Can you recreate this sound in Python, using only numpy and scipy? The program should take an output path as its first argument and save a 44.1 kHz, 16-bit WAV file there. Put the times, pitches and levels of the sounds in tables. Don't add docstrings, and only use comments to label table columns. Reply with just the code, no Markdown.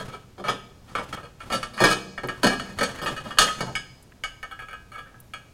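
import sys
import numpy as np
from scipy import signal
from scipy.fft import rfft, irfft
from scipy.io import wavfile
from scipy.ndimage import uniform_filter1d

SR = 44100
rng = np.random.default_rng(int(sys.argv[2]) if len(sys.argv) > 2 else 0)


def dump_mix(stems):
    frames = np.atleast_2d(stems).T
    limited = np.clip(frames, -1, 1)
    pcm = np.round(limited * 32767).astype(np.int16)
    wavfile.write(sys.argv[1], SR, pcm)


N = 243993


def undb(db):
    return 10 ** (np.asarray(db) / 20)


def unit(x):
    return x / np.sqrt(np.mean(x ** 2) + 1e-18)


def clock(count):
    return np.arange(count) / SR


def fade(t, t60):
    return np.exp(-np.log(1000) * t / max(t60, 1e-3))


def band(x, lo, hi, order=4):
    return signal.sosfilt(signal.butter(order, [lo, min(hi, SR / 2 - 100)], "band", fs=SR, output="sos"), x)


def noise(points, count):
    hz, db = np.transpose(points)
    f = np.linspace(1, SR / 2, count // 2 + 1)
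    gain = undb(np.interp(np.log(f), np.log(hz), db))
    return unit(irfft(rfft(rng.standard_normal(count)) * gain, count))


def add(out, x, start_s):
    i = max(0, int(start_s * SR))
    out[i:i + len(x)] += x[:len(out) - i]


# (f/Hz, level/dB)
AIR_SPECTRUM = [(25, -4), (60, 0), (115, -2), (300, -11), (900, -19), (2000, -26), (6500, -31),
                (16000, -41)]
AIR_DB = -52


def air(hum_db=-62):
    hum = unit(np.sin(2 * np.pi * 120 * clock(N)))
    return undb(AIR_DB) * noise(AIR_SPECTRUM, N) + undb(hum_db) * hum


# (f/Hz, t60/s)
REVERBERATION = [(120, 1.5), (260, 0.73), (700, 0.68), (2000, 0.4), (6000, 0.95), (14000, 0.28)]


def garage(x, wet_db=-15, bass_wet_db=-10, first_echo_s=0.017):
    t = clock(SR)
    hz, t60 = np.transpose(REVERBERATION)
    tail = np.zeros(len(t))
    for lo in 62.5 * 2. ** np.arange(8):
        band_t60 = np.interp(np.log(lo * np.sqrt(2)), np.log(hz), t60)
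        decay = fade(t, band_t60) * np.clip(t / first_echo_s - 1, 0, 1)
        gain = undb(np.interp(lo, [125, 500], [bass_wet_db, wet_db]))
        tail += gain * band(rng.standard_normal(len(t)), lo, 2 * lo) * decay / np.sqrt(np.sum(decay ** 2))
    return signal.fftconvolve(x, tail)[:N]


# (t/s at which full strength is reached, length held/s, level/dB)
SHOVES = [(0, 0.092, -44.5), (0.95, 0.18, -42.5), (1.504, 0.053, -40.5), (1.837, 0.061, -56),
          (2.398, 0.92, -44), (3.616, 0.056, -43.5)]
SHOVE_ATTACK_S, SHOVE_T60_S = 0.119, 0.47


def effort():
    t = clock(N)
    strength = np.zeros(N)
    for s, length_s, db in SHOVES:
        rise = np.clip((t - s) / SHOVE_ATTACK_S + 1, 0, 1)
        strength += undb(db) * rise * fade(np.maximum(t - s - length_s, 0), SHOVE_T60_S)
    return strength


def shifting(grain_db=5, grain_samples=400):
    steps = undb(grain_db * rng.standard_normal(N // grain_samples + 1))
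    grains = uniform_filter1d(np.repeat(steps, grain_samples), grain_samples)[:N]
    colour = [(60, 1.5), (140, 5.0), (400, -8), (1000, -8), (3000, -17.5), (10000, -26.5), (16000, -38.5)]
    return effort() * unit(noise(colour, N) * grains)


# (t/s, centre f/Hz, level before decay/dB, t60/s)
TICKS = [(2.274, 12000, -41, 0.022), (3.023, 11600, -42, 0.035), (3.046, 11000, -41, .04),
         (4.026, 9040, -50, 0.049), (4.120, 1800, -42, 0.031), (5.202, 11500, -41.5, .03)]


def ticks(width=1.25):
    out, t = np.zeros(N), clock(SR // 8)
    for s, hz, db, t60 in TICKS:
        burst = unit(band(rng.standard_normal(len(t)), hz / width, hz * width, order=2))
        add(out, undb(db) * burst * fade(t, t60), s)
    return out


def thump(peak_db, thump_hz=31, thump_db=-7):
    t = clock(SR // 3)
    return undb(peak_db + thump_db) * np.sin(2 * np.pi * thump_hz * t) * fade(t, .28)


REGISTER_HZ = [90, 450, 1050, 2050, 3600, 5500, 10000, 16000]
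# (f/Hz, level/dB)
SHELL_COLOUR = [(90, -27.5), (135, -1), (200, -4.5), (380, -7.5), (600, -2), (1000, -8.5), (1280, -1.5),
                (1750, 1), (2050, -13), (3100, 2.5), (4400, -21), (5700, -24), (7000, -27), (9300, -27),
                (16000, -41)]


def crowds():
    dense = noise(SHELL_COLOUR, 4 * SR)
    return np.array([unit(band(dense, lo, hi)) for lo, hi in zip(REGISTER_HZ, REGISTER_HZ[1:])])


# (f/Hz, t60/s, then relative level/dB at each place)
FRAME_MODES = [(132, 0.3, -3, -2, -7, -6, -3, 0, -4, 0), (193, 0.26, -1, -5, -8, -2, 0, -2, -9, -3),
               (226, 0.22, -9, 0, -15, -7, -9, -3, -11, -11), (262, 0.22, -7, -9, -7, 0, -2, -7, -13, -7),
               (305, 0.2, -5, -7, -7, -3, -6, -8, -12, -14), (368, 0.2, -7, -5, -6, -1, -14, -10, -11, -13),
               (420, 0.18, -3, -6, -5, -3, -10, -9, -10, -16), (478, 0.18, -1, -2, -15, -6, -9, -8, -5, -6),
               (530, 0.16, -3, 0, -1, -9, 0, -9, -7, -12), (578, 0.16, 0, 0, 0, -7, -2, -8, -6, -9),
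               (690, 0.16, -6, -3, -10, -2, -8, -5, -8, -17), (785, 0.16, -8, -5, -5, -4, -1, -2, 0, -11),
               (880, 0.14, -8, -9, -11, -17, -7, -6, -6, -11),
               (990, 0.14, -5, -7, -18, -6, -4, -10, -6, -10)]
# (f/Hz, t60/s before the ring factor, then relative level/dB at each place)
STEEL_MODES = [(1191, 0.22, -4, -4, 0, -3, -9, -20, -14, -27), (1262, 0.2, -5, -9, -8, -7, 0, -8, -5, -12),
               (1288, 0.2, 0, -5, -3, 0, -5, -6, 0, -3), (1330, 0.2, -4, 0, -4, -1, -11, -17, -6, -4),
               (1558, 0.26, -18, -19, -13, -5, -11, -8, -6, -10),
               (1654, 0.32, -19, -10, -4, 0, -9, -14, -6, -1),
               (1792, 0.18, -15, -10, -12, -4, -9, -10, -18, -15),
               (1825, 0.25, -13, -10, -2, 0, -7, -15, -17, -13),
               (2234, 0.2, -12, -5, -13, -6, -19, 0, -9, -6),
               (2312, 0.25, -14, -26, -8, -10, -19, -9, -12, -3),
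               (2425, 0.22, -20, -9, -12, -14, -21, -26, -22, -1),
               (2509, 0.28, -22, -15, -10, -12, -13, -31, -20, -4),
               (2885, 0.24, -20, -10, -17, -10, -7, -15, -17, -13),
               (2918, 0.24, -21, -12, -19, -10, -9, -5, -19, -19),
               (2965, 0.22, -22, -13, -11, -9, -11, -9, -18, -14),
               (3226, 0.2, -13, -19, -18, -14, -7, -17, -18, -26),
               (3292, 0.22, -11, -13, -19, -10, -10, -18, -18, -19),
               (3420, 0.2, -18, -22, -18, -13, -13, -22, -22, -30),
               (4240, 0.2, -25, -20, -19, -18, -12, -25, -27, -33),
               (4318, 0.22, -23, -9, -4, -10, -15, -26, -22, -22),
               (4392, 0.2, -28, -18, -18, -9, -12, -31, -27, -26),
               (4572, 0.3, -29, -4, -17, -9, -10, -19, -27, -25),
               (4986, 0.34, -32, -14, -17, -22, -19, -35, -40, -28),
               (5026, 0.36, -31, -30, -14, -20, -18, -19, -35, -38),
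               (6510, 0.22, -27, -29, -21, -22, -21, -18, -43, -22),
               (6594, 0.36, -27, -30, -12, -21, -29, -21, -35, -29),
               (6705, 0.26, -23, -19, -22, -18, -18, -20, -38, -26),
               (7985, 0.25, -33, -31, -33, -27, -19, -26, -38, -43),
               (8470, 0.24, -30, -26, -23, -19, -22, -35, -39, -39),
               (9495, 0.35, -40, -23, -26, -27, -21, -28, -36, -48)]


def modes(t, place, ring, twin_db=-16, twin_ring=0.69, twin_split=.003):
    rows = []
    for hz, t60, *place_db in FRAME_MODES:
        rows.append(undb(place_db[place]) * np.sin(2 * np.pi * hz * t) * fade(t, t60))
    for hz, t60, *place_db in STEEL_MODES:
        phase = 2 * np.pi * hz * t
        split = twin_split * rng.standard_normal()
        twin = undb(twin_db) * np.sin(phase * (1 + split)) * fade(t, t60 * ring * twin_ring)
        rows.append(undb(place_db[place]) * (np.sin(phase) * fade(t, t60 * ring) + twin))
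    return np.array(rows)


def contact(length_s, slips_per_s=700, spread_db=5, slip_db=-9, glancing_s=0.017):
    count = int(max(length_s, .002) * SR)
    slips = rng.random(count) < slips_per_s / SR
    scatter = np.clip(rng.standard_normal(count), -2, 2)
    force = slips * rng.choice([-1, 1], count) * undb(slip_db + spread_db * scatter)
    force *= min(1, length_s / glancing_s) ** 2
    force[0] = 1
    return force


# (level re clear modes/dB before blow and place offsets, t60/s)
CROWD = [(-1.5, 0.23), (4, 0.17), (-7.5, 0.16), (-11, 0.36), (-3, 0.17), (2.5, 0.18), (20, 0.047)]


def knock(t, length_s, levels_db, rings, crowd, place_crowd_db,
          spill=0.083, firm_db=-23, scatter_db=3.5, build_cycles=0.31, settle_s=0.012):
    force = contact(length_s)
    start = rng.integers(crowd.shape[1] - len(t))
    weights = rng.choice([-1, 1], len(rings)) * undb(scatter_db * rng.standard_normal(len(rings)))
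    edges = np.searchsorted([row[0] for row in [*FRAME_MODES, *STEEL_MODES]], REGISTER_HZ)
    hard_db = spill * (max(levels_db) - firm_db)
    bodies = []
    for lo, hi, dense, (crowd_db, t60) in zip(edges, edges[1:], crowd[:, start:start + len(t)], CROWD):
        clear = unit(weights[lo:hi] @ rings[lo:hi])
        weak = unit(dense * fade(t, t60))
        bodies.append(clear + undb(crowd_db + hard_db + place_crowd_db) * weak)
    bodies = np.array(bodies) * (1 - np.exp(-np.outer(REGISTER_HZ[:-1], t) / build_cycles))
    count = len(force) + int(settle_s * SR)
    attack = signal.fftconvolve(bodies[:, :count], force[None], axes=1)[:, :count]
    gains = undb(levels_db) / np.sqrt(np.mean(attack ** 2, axis=1))
    return signal.fftconvolve(gains @ bodies, force)


# (t/s, chatter time/s, level/dB before voicing, heft/dB = weight behind it, bite/dB = edge sharpness)
KNOCKS = [(0, 0.013, -39, 6.5, 2.5), (.127, 0.021, -40.5, 1, -3), (0.38, 0.023, -49, 17, 0.5),
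          (.44, 0.048, -34.5, 4, -3.5), (.483, 0.02, -24.5, -1.5, -0.5), (0.952, 0.0074, -26, -5.5, -6.5),
          (.975, 0.021, -32, 0.5, -7), (1.127, 0.0086, -33, -10, -2), (1.172, 0.0048, -39.5, 1.5, -22),
          (1.231, 0.026, -48, 10, -1), (1.404, .014, -39.5, -14, -4.5), (1.501, .025, -33, 3.5, -2),
          (1.524, 0.032, -29, 3, 7), (1.629, .0025, -29, -11, 2.5), (1.736, 0.05, -50, 11, 11),
          (1.778, .025, -31, -16, -0.5), (1.803, 0.021, -25.5, 12.5, 5), (1.838, .015, -17.5, 2.5, 5),
          (1.868, 0.023, -25, -1.5, 3.5), (1.901, 0.027, -25, -3, 8), (2.178, 0.0031, -31, -6.5, -10),
          (2.234, 0.012, -39, 16, -0.5), (2.286, 0.007, -29, -2.5, -3.5), (2.4319, 0.019, -23.5, 12, 8),
          (2.467, 0.01, -24.5, -3.5, 9), (2.497, 0.051, -30.5, 1, -0.5), (2.597, 0.0068, -32, -7, 1),
          (2.787, 0.0021, -30, -2, 7), (2.809, .013, -25.5, 5.5, 0), (2.83, 0.012, -28.5, -6.5, 10.5),
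          (2.89, 0.0074, -39, 0.5, 4), (2.987, 0.01, -39.5, -4, -0.5), (3.016, 0.022, -36, 7, 2.5),
          (3.06, 0.024, -27.5, -2.5, 0), (3.09, 0.026, -50, 16.5, 7), (3.164, 0.015, -34, -10, -0.5),
          (3.249, 0.046, -46, 13, 2.5), (3.306, 0.014, -34.5, -11, -6.5), (3.372, .011, -36.5, 1, -8),
          (3.3857, 0.007, -15, -13, 11.5), (3.408, 0.022, -21.5, -7.5, 9.5), (3.436, 0.03, -31, -3, 6),
          (3.476, .029, -27.5, -15.5, -4), (3.584, 0.042, -41, -30, -5), (3.606, 0.0026, -30.5, 7, 6),
          (3.624, .013, -48.5, 24, -11), (3.665, 0.035, -48.5, 22.5, -8)]
# (level/dB, share of the heft, share of the bite)
KNOCK_VOICE = [(-9, 1, 0.12), (-5, 0.63, 0), (0.5, 0.069, 0.034), (-6, 0, 0.18), (-12, 0.13, 0.95),
               (-16.5, 0, 0.92), (-26.5, 0.12, 1)]
# (t/s, chatter time/s, level/dB before voicing, bite/dB)
CLINKS = [(3.753, 0.0086, -31.5, 8.5), (4.237, 0.0035, -31.5, 5.5), (4.429, 0.0018, -34, -4),
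          (4.512, 0.012, -36.5, -9.5), (4.591, .013, -37, -9.5), (4.622, 0.0069, -41, -8),
          (4.685, 0.0086, -42.5, -4), (4.709, 0.0087, -43, -8), (4.73, .006, -37, -9.5),
          (4.918, 0.039, -42.5, -4.5), (4.957, .011, -42.5, -14), (4.98, 0.015, -38, -9.5),
          (5.059, 0.018, -49.5, -15), (5.143, 0.0055, -48.5, -30), (5.336, 0.0073, -37, 1)]
# (level/dB, share of the bite)
CLINK_VOICE = [(-34, 0), (-12.5, 0), (0, 0.084), (-1.5, 0.74), (-15.5, 0.94), (-17, 1), (-24, 0.32)]
RATTLES_PER_S, RATTLE_S, RATTLE_DB, RATTLE_SCATTER_DB = 11, 0.029, -6, 2


def contacts(faintest_db=-60):
    knock_db, by_heft, by_bite = np.transpose(KNOCK_VOICE)
    events = []
    for s, length_s, db, heft, bite in KNOCKS:
        events.append((s, length_s, db + knock_db + heft * by_heft + bite * by_bite))
    clink_db, by_bite = np.transpose(CLINK_VOICE)
    for s, length_s, db, bite in CLINKS:
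        events.append((s, length_s, db + clink_db + bite * by_bite))
    shove_db = 20 * np.log10(effort() + 1e-9)
    for when, strength in rng.random((int(RATTLES_PER_S * N / SR), 2)):
        db = shove_db[int(when * N)] + RATTLE_DB + RATTLE_SCATTER_DB * (2 * strength - 1)
        if db > faintest_db:
            events.append((when * N / SR, RATTLE_S, db + knock_db))
    return events


# (touched from t/s, factor on the steel t60, offset of the crowd level/dB)
PLACES = [(-1.5, 0.65, 1.5), (1.21, 0.54, -1), (1.74, 0.58, -1.5), (2, 0.64, -1.5), (3, 0.66, -0.5),
          (3.5, 0.82, -3), (4.5, 0.91, -4.5), (5.5, 1.15, -8)]


def exhaust(radiate_hz=110, sudden_s=.012):
    knocks, thumps = np.zeros(N), np.zeros(N)
    t, crowd = clock(SR // 2), crowds()
    rings = [modes(t, place, ring) for place, (_, ring, _) in enumerate(PLACES)]
    for s, length_s, levels_db in contacts():
        place = sum(s >= start for start, _, _ in PLACES) - 1
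        add(knocks, knock(t, length_s, levels_db, rings[place], crowd, PLACES[place][2]), s)
        add(thumps, thump(max(levels_db)) / (1 + length_s / sudden_s), s)
    return band(knocks, radiate_hz, SR / 2, order=3) + thumps


def scene():
    still = air()
    work = ticks() + shifting() + exhaust()
    return (work + garage(work) + still)[None]


TOP_HZ = 15900


def record(dry):
    rounded = 2 * np.tanh(dry / 2)
    return signal.sosfilt(signal.ellip(8, .2, 70, TOP_HZ, fs=SR, output="sos"), rounded)


dry = scene()
out = record(dry)
dump_mix(out)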